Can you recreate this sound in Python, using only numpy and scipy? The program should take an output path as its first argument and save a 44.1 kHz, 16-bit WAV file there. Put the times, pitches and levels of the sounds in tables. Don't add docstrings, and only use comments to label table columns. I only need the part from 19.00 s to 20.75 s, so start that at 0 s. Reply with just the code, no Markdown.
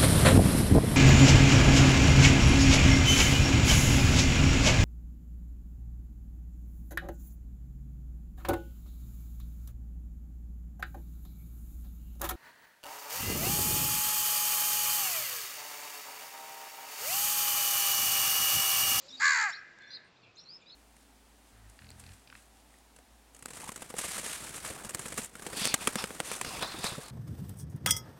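import sys
import numpy as np
from scipy import signal
from scipy.fft import rfft, irfft
from scipy.io import wavfile
from scipy.ndimage import uniform_filter1d

SR = 44100
rng = np.random.default_rng(int(sys.argv[2]) if len(sys.argv) > 2 else 0)


def pcm_store(signal):
    levels = np.round(np.clip(np.atleast_2d(signal), -1, 1) * 32767)
    wavfile.write(sys.argv[1], SR, levels.astype(np.int16).T)


N = 77175
T = np.arange(N) / SR

# time in seconds, pitch in Hz, level in dB, relative treble in dB, flutter depth (1 is full).
CALL_SHAPE = [(0.198, 397.5, -47, 14.5, 0.59), (.205, 425.2, -32.5, 7, 0.42),
              (.223, 503.9, -26.5, 0.5, 1.09), (0.249, 549.3, -22.5, 3, 0.8),
              (0.279, 539.1, -23.5, 4, 0.88), (.306, 529, -24.5, 2.5, 0.89), (.346, 495.7, -28, 3, 0.7),
              (0.397, 461, -29, 1, 0.93), (.423, 448.5, -28.5, 2.5, 0.9), (0.458, 410.3, -31, 0.5, 0.22),
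              (0.474, 389.9, -32.5, -2, 0), (.489, 369.5, -38.5, 3, 0.06), (.498, 336.7, -34.5, 1, 0.16),
              (.507, 306.3, -41.5, 6.5, 0.24), (0.531, 260.1, -59.5, 1, 0)]
# time in seconds, flutters per second.
FLUTTER_RATE = [(.21, 89.1), (.25, 83.06), (.29, 74.85), (.45, 74.36)]
# time in seconds, swing in dB, lag behind the rasp in radians.
LOW_THROB = [(.21, 2, 0.72), (.25, 3, 0.82), (.315, 2, 0.73), (.36, 1, 0), (.41, 1, 0.13),
             (.47, -0.5, 0.21)]
# frequency in Hz, gain in dB.
THROAT_TONE = [(250, -50), (560, -23.5), (720, -11), (900, -12.5), (1150, -6.5), (1400, -6), (1740, 0.5),
               (1900, -3.5), (2150, -7.5), (2450, -11), (2700, -19.5), (3100, -15.5), (3700, -19.5),
               (4070, -14.5), (4300, -19.5), (4530, -11.5), (4950, -19), (5800, -25), (6450, -21.5),
               (7100, -11.5), (7850, -26), (8300, -41.5), (10500, -55.5), (12000, -50), (13500, -61),
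               (15500, -62)]
FLUTTER_PEAK_S, PITCH_SWING, TREBLE_HZ = .2088, .08, 3100
RASP_SWING_DB, RASP_UNEVEN_DB = 8, 1.1


def peacock():
    times, hz, level_db, treble_db, depth = np.transpose(CALL_SHAPE)
    depth = np.clip(np.interp(T, times, depth), 0, 1)
    beats = np.cumsum(np.interp(T, *np.transpose(FLUTTER_RATE))) / SR
    flutter = 2 * np.pi * (beats - np.interp(FLUTTER_PEAK_S, T, beats))
    throb_times, throb_db, lag = np.transpose(LOW_THROB)
    throb_db = np.interp(T, throb_times, throb_db)
    flip = np.tanh(2 * np.cos(flutter - np.interp(T, throb_times, lag)))
    pitch = np.interp(T, times, hz) * (1 + PITCH_SWING * depth * flip + .006 * wander(rate_hz=250))
    cycles = np.cumsum(pitch) / SR
    harmonics = np.array([np.cos(2 * np.pi * (k * cycles + .17 * k ** 2 + .018 * k * wander(200.9)))
                          for k in range(1, 36)])
    harmonics[0] *= amp(-18)
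    harmonics[1] *= amp(2.2 * np.maximum(throb_db, 0) * (flip - 1) / 2)
    buzz = unit(harmonics.sum(0))
    rasp = buzz + .45 * rng.standard_normal(N)
    low = signal.sosfilt(signal.butter(6, TREBLE_HZ, fs=SR, output="sos"), buzz)
    high = signal.sosfilt(signal.butter(6, TREBLE_HZ, "high", fs=SR, output="sos"), rasp)
    rasp_db = RASP_SWING_DB * depth * np.cos(flutter) + RASP_UNEVEN_DB * wander(rate_hz=400)
    low *= amp(throb_db * flip)
    high *= amp(np.interp(T, times, treble_db) + rasp_db - 5.5)
    voice = ground_bounce(colour(low + high, THROAT_TONE))
    voice /= np.sqrt(abs(uniform_filter1d(voice ** 2, size=1180)) + 1e-12)
    loudness = amp(np.interp(T, times, level_db, left=-150, right=-150))
    return voice * uniform_filter1d(loudness, size=200)


def ground_bounce(x, delay_s=.00245, db=-8):
    return x + amp(db) * np.interp(T - delay_s, T, x, left=0)


# frequency in Hz, gain of the scattered sound in dB.
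SCATTER_TONE = [(950, -16), (1450, -14.5), (2300, -14), (4000, -11), (7000, -8), (12000, -30)]
# frequency in Hz, seconds to fade by 60 dB.
SCATTER_FADE = [(1100, .33), (1400, .8), (2200, .8), (4000, .32), (9000, .2)]


def scatter(x):
    hz, t, noise = signal.stft(rng.standard_normal(SR), SR, nperseg=256)
    fade = amp(-60 * t / read(SCATTER_FADE, hz)[:, None])
    tail = signal.istft(noise * fade, SR, nperseg=256)[1]
    return colour(signal.fftconvolve(x, tail / np.linalg.norm(tail))[:N], SCATTER_TONE)


def reflections(x, fade_s):
    tail = rng.standard_normal(N) * amp(-60 * T / fade_s)
    return signal.fftconvolve(x, tail / np.linalg.norm(tail))[:N]


def far_echo(x, delay_s=.555, db=-28.5, centre_hz=1950, octaves=.5):
    hz = np.fft.rfftfreq(N, 1 / SR)
    band = 1 / (1 + (np.log2((hz + 1) / centre_hz) / octaves) ** 4)
    out = np.zeros(N)
    add(out, delay_s, reflections(irfft(rfft(x) * band, N), fade_s=.4))
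    return amp(db) * out


# start in seconds, length in seconds, first, middle and last pitch in Hz, level in dB,
# then how far a second voice lies above the first in Hz and in dB.
BIRD_CHIRPS = [(0.081, 0.048, 4600, 5600, 5640, -56, -600, -5),
               (0.083, 0.054, 4160, 3574, 3800, -55, 21, -42),
               (0.124, 0.043, 3850, 3804, 3720, -48.5, -6, -47),
               (0.169, 0.087, 4250, 4720, 5270, -52, 325, 5),
               (0.515, 0.025, 5160, 5450, 5500, -51, -6, -45),
               (0.522, 0.0206, 2950, 3686, 4250, -55.5, 0, -45),
               (0.53, 0.0423, 3730, 4213, 4120, -48.5, 422, -6.5),
               (0.567, 0.033, 5320, 5540, 5300, -63, 0, -36),
               (0.804, 0.14, 3590, 3548, 3590, -62, 657.5, -1.5),
               (0.874, 0.068, 5540, 5770, 5820, -67.5, -8, -42),
               (0.904, 0.043, 3836, 4194, 3960, -50.5, 676, -5.5),
               (.933, 0.044, 3777, 4296, 3490, -44, 675, -7.5),
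               (1.042, 0.055, 8520, 8700, 8670, -82.5, -5, -47),
               (1.218, .04, 3700, 3470, 3200, -67.5, 747, -1),
               (1.23, 0.093, 2730, 2600, 2570, -64.5, -250, -4),
               (1.158, 0.024, 3210, 3740, 4400, -69.5, -3, -40),
               (1.355, 0.023, 5800, 6730, 8500, -66.5, -7, -40),
               (1.368, 0.038, 4010, 4160, 4070, -53, -450, -11),
               (1.377, 0.0415, 5100, 5310, 5800, -57, -700, -9),
               (1.408, 0.038, 4880, 5470, 5700, -62.5, -1400, 0),
               (1.451, 0.037, 4150, 4106, 4310, -56.5, 134, -2),
               (1.484, 0.097, 4350, 5024, 5110, -52, 178, -9),
               (1.604, .03, 4130, 3810, 3220, -67, -1100, -10),
               (1.613, 0.015, 7430, 7150, 6960, -72, 0, -40),
               (1.614, 0.065, 2311, 2450, 2290, -69.5, -3, -36),
               (1.659, .07, 3400, 4070, 3840, -59.5, 1050, -6.5),
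               (1.697, 0.055, 3670, 4270, 4080, -53.5, -330, -5)]
CHIRP_RISE, CHIRP_FALL = .05, .16


def small_birds():
    out = np.zeros(N)
    for start, length, first_hz, mid_hz, last_hz, db, offset_hz, second_db in BIRD_CHIRPS:
        progress = np.arange(0, length, 1 / SR) / length
        n = len(progress)
        curve = np.polyfit([0, .5, 1], [first_hz, mid_hz, last_hz], 2)
        hz = np.polyval(curve, progress) * (1 + .016 * wander(rate_hz=398)[:n])
        ramp = np.clip(np.minimum(progress / CHIRP_RISE, (1 - progress) / CHIRP_FALL), 0, 1)
        blur = min(amp(-59 - db), 1.1) / 2
        voices = 0
        for shift_hz, gain in ((0, 1), (offset_hz, amp(second_db))):
            flicker = 1 + blur * (wander(110) + 1j * wander(110))[:n]
            whistle = np.exp(2j * np.pi * np.cumsum(hz + shift_hz) / SR)
            voices += gain * (flicker * whistle).real
        add(out, start, amp(db) * np.sin(np.pi / 2 * ramp) ** 2 * unit(voices))
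    return out


def flock(per_second=36, low_hz=2600, high_hz=6000, typical_s=.03, faintest_db=-90):
    out = np.zeros(N)
    for when, height, length, glide, loud in rng.random((int(per_second * N / SR), 5)):
        progress = np.linspace(0, 1, int(SR * typical_s * (.5 + length)))
        octaves = .42 * (2 * (2 * glide - 1) * (progress - .5) - (progress - .5) ** 2)
        hz = low_hz * (high_hz / low_hz) ** height * 2 ** octaves
        whistle = np.sin(np.pi * progress) * np.sin(2 * np.pi * np.cumsum(hz) / SR)
        add(out, when * N / SR, amp(faintest_db + 8.2 * loud) * unit(whistle))
    return out


# start in seconds, level before filtering in dB, treble limit in Hz.
DRY_TICKS = [(.787, -40.5, 9000), (.822, -45.5, 7000), (.975, -43, 1500)]
# frequency in Hz, gain for all ticks in dB.
TICK_TONE = [(200, -6), (1500, 2), (4000, -2), (7800, -6), (9300, -24), (15000, -32)]


def ticks(decay_s=.001):
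    out = np.zeros(N)
    for start, db, top_hz in DRY_TICKS:
        snap = rng.standard_normal(N) * np.exp(-T / decay_s)
        add(out, start, amp(db) * signal.lfilter(*signal.butter(2, top_hz, fs=SR), snap))
    return colour(out, TICK_TONE)


# frequency in Hz, relative level in dB.
AIR_TONE = [(15, -69.5), (25, -16.5), (85, -12), (125, -11), (167, -9.5), (579, -12), (990, -14),
            (1330, -15.5), (2110, -20), (2620, -14), (3110, -21), (3430, -18.5), (4600, -23), (4940, -23),
            (8450, -44.5), (11000, -63.5), (18600, -120)]
HISS_TONE = [(100, -23), (400, -4), (3000, -3.5), (4500, 3), (6000, -3.5), (7400, -1), (8400, -24),
             (11000, -27), (15000, -32)]
# time in seconds, hiss level in dB.
HISS_LEVEL = [(0, -58.5), (.1, -60.5), (.2, -59), (.55, -70.5), (1.1, -79.5), (1.75, -75)]
# start in seconds, length in seconds, pitch in Hz, level in dB.
FAR_TONES = [(0, 0.12, 567, -65), (.07, 0.17, 253.6, -66), (1.14, 0.22, 120.3, -71.5),
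             (1.36, 0.25, 145, -75.5)]


def air(level_db=-64):
    out = amp(level_db + .09 * wander(4.6)) * unit(colour(rng.standard_normal(N), AIR_TONE))
    hiss_db = np.interp(T, *np.transpose(HISS_LEVEL)) + wander(40)
    out += amp(hiss_db) * unit(colour(rng.standard_normal(N), HISS_TONE))
    for start, length, hz, db in FAR_TONES:
        t = np.arange(0, length, 1 / SR)
        cycles = np.cumsum(hz * (1 + .047 * wander(36)[:len(t)])) / SR
        add(out, start, amp(db) * unit(np.sin(np.pi * t / length) * np.sin(2 * np.pi * cycles)))
    return out


def amp(db):
    return 10 ** (np.asarray(db) / 20)


def unit(x):
    return x / np.sqrt(np.mean(x ** 2) + 1e-20)


def read(points, hz):
    row_hz, value = np.transpose(points)
    return np.interp(np.log(hz + 1), np.log(row_hz + 1), value)


def add(mix, start_s, sound):
    part = mix[max(round(start_s * SR), 0):][:len(sound)]
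    part += sound[:len(part)]


def colour(x, points, size=4096):
    log_gain = np.log(amp(read(points, abs(np.fft.fftfreq(size, 1 / SR)))))
    taps = np.fft.ifft(np.exp(np.conj(signal.hilbert(log_gain)))).real
    return signal.fftconvolve(x, taps[:size // 2])[:len(x)]


def wander(rate_hz, step=16):
    t = T[::step]
    hz = np.fft.rfftfreq(len(t), step / SR)
    spectrum = rfft(rng.standard_normal(len(t))) * np.exp(-(hz / rate_hz) ** 2)
    return np.interp(T, t, unit(irfft(spectrum, len(t))))


def scene():
    call = peacock()
    chirps = small_birds() + flock()
    near = amp(-14) * reflections(call, fade_s=.06)
    near += amp(-12) * reflections(chirps, fade_s=.1)
    scattered = scatter(call + amp(-3) * chirps)
    return (call + chirps + near + scattered + far_echo(call) + ticks() + air())[None]


def record(dry, top_hz=15500):
    taps = signal.firwin(511, top_hz, window=("kaiser", 9), fs=SR)
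    return signal.oaconvolve(dry, taps[None], "same")


dry = scene()
out = record(dry)
pcm_store(out)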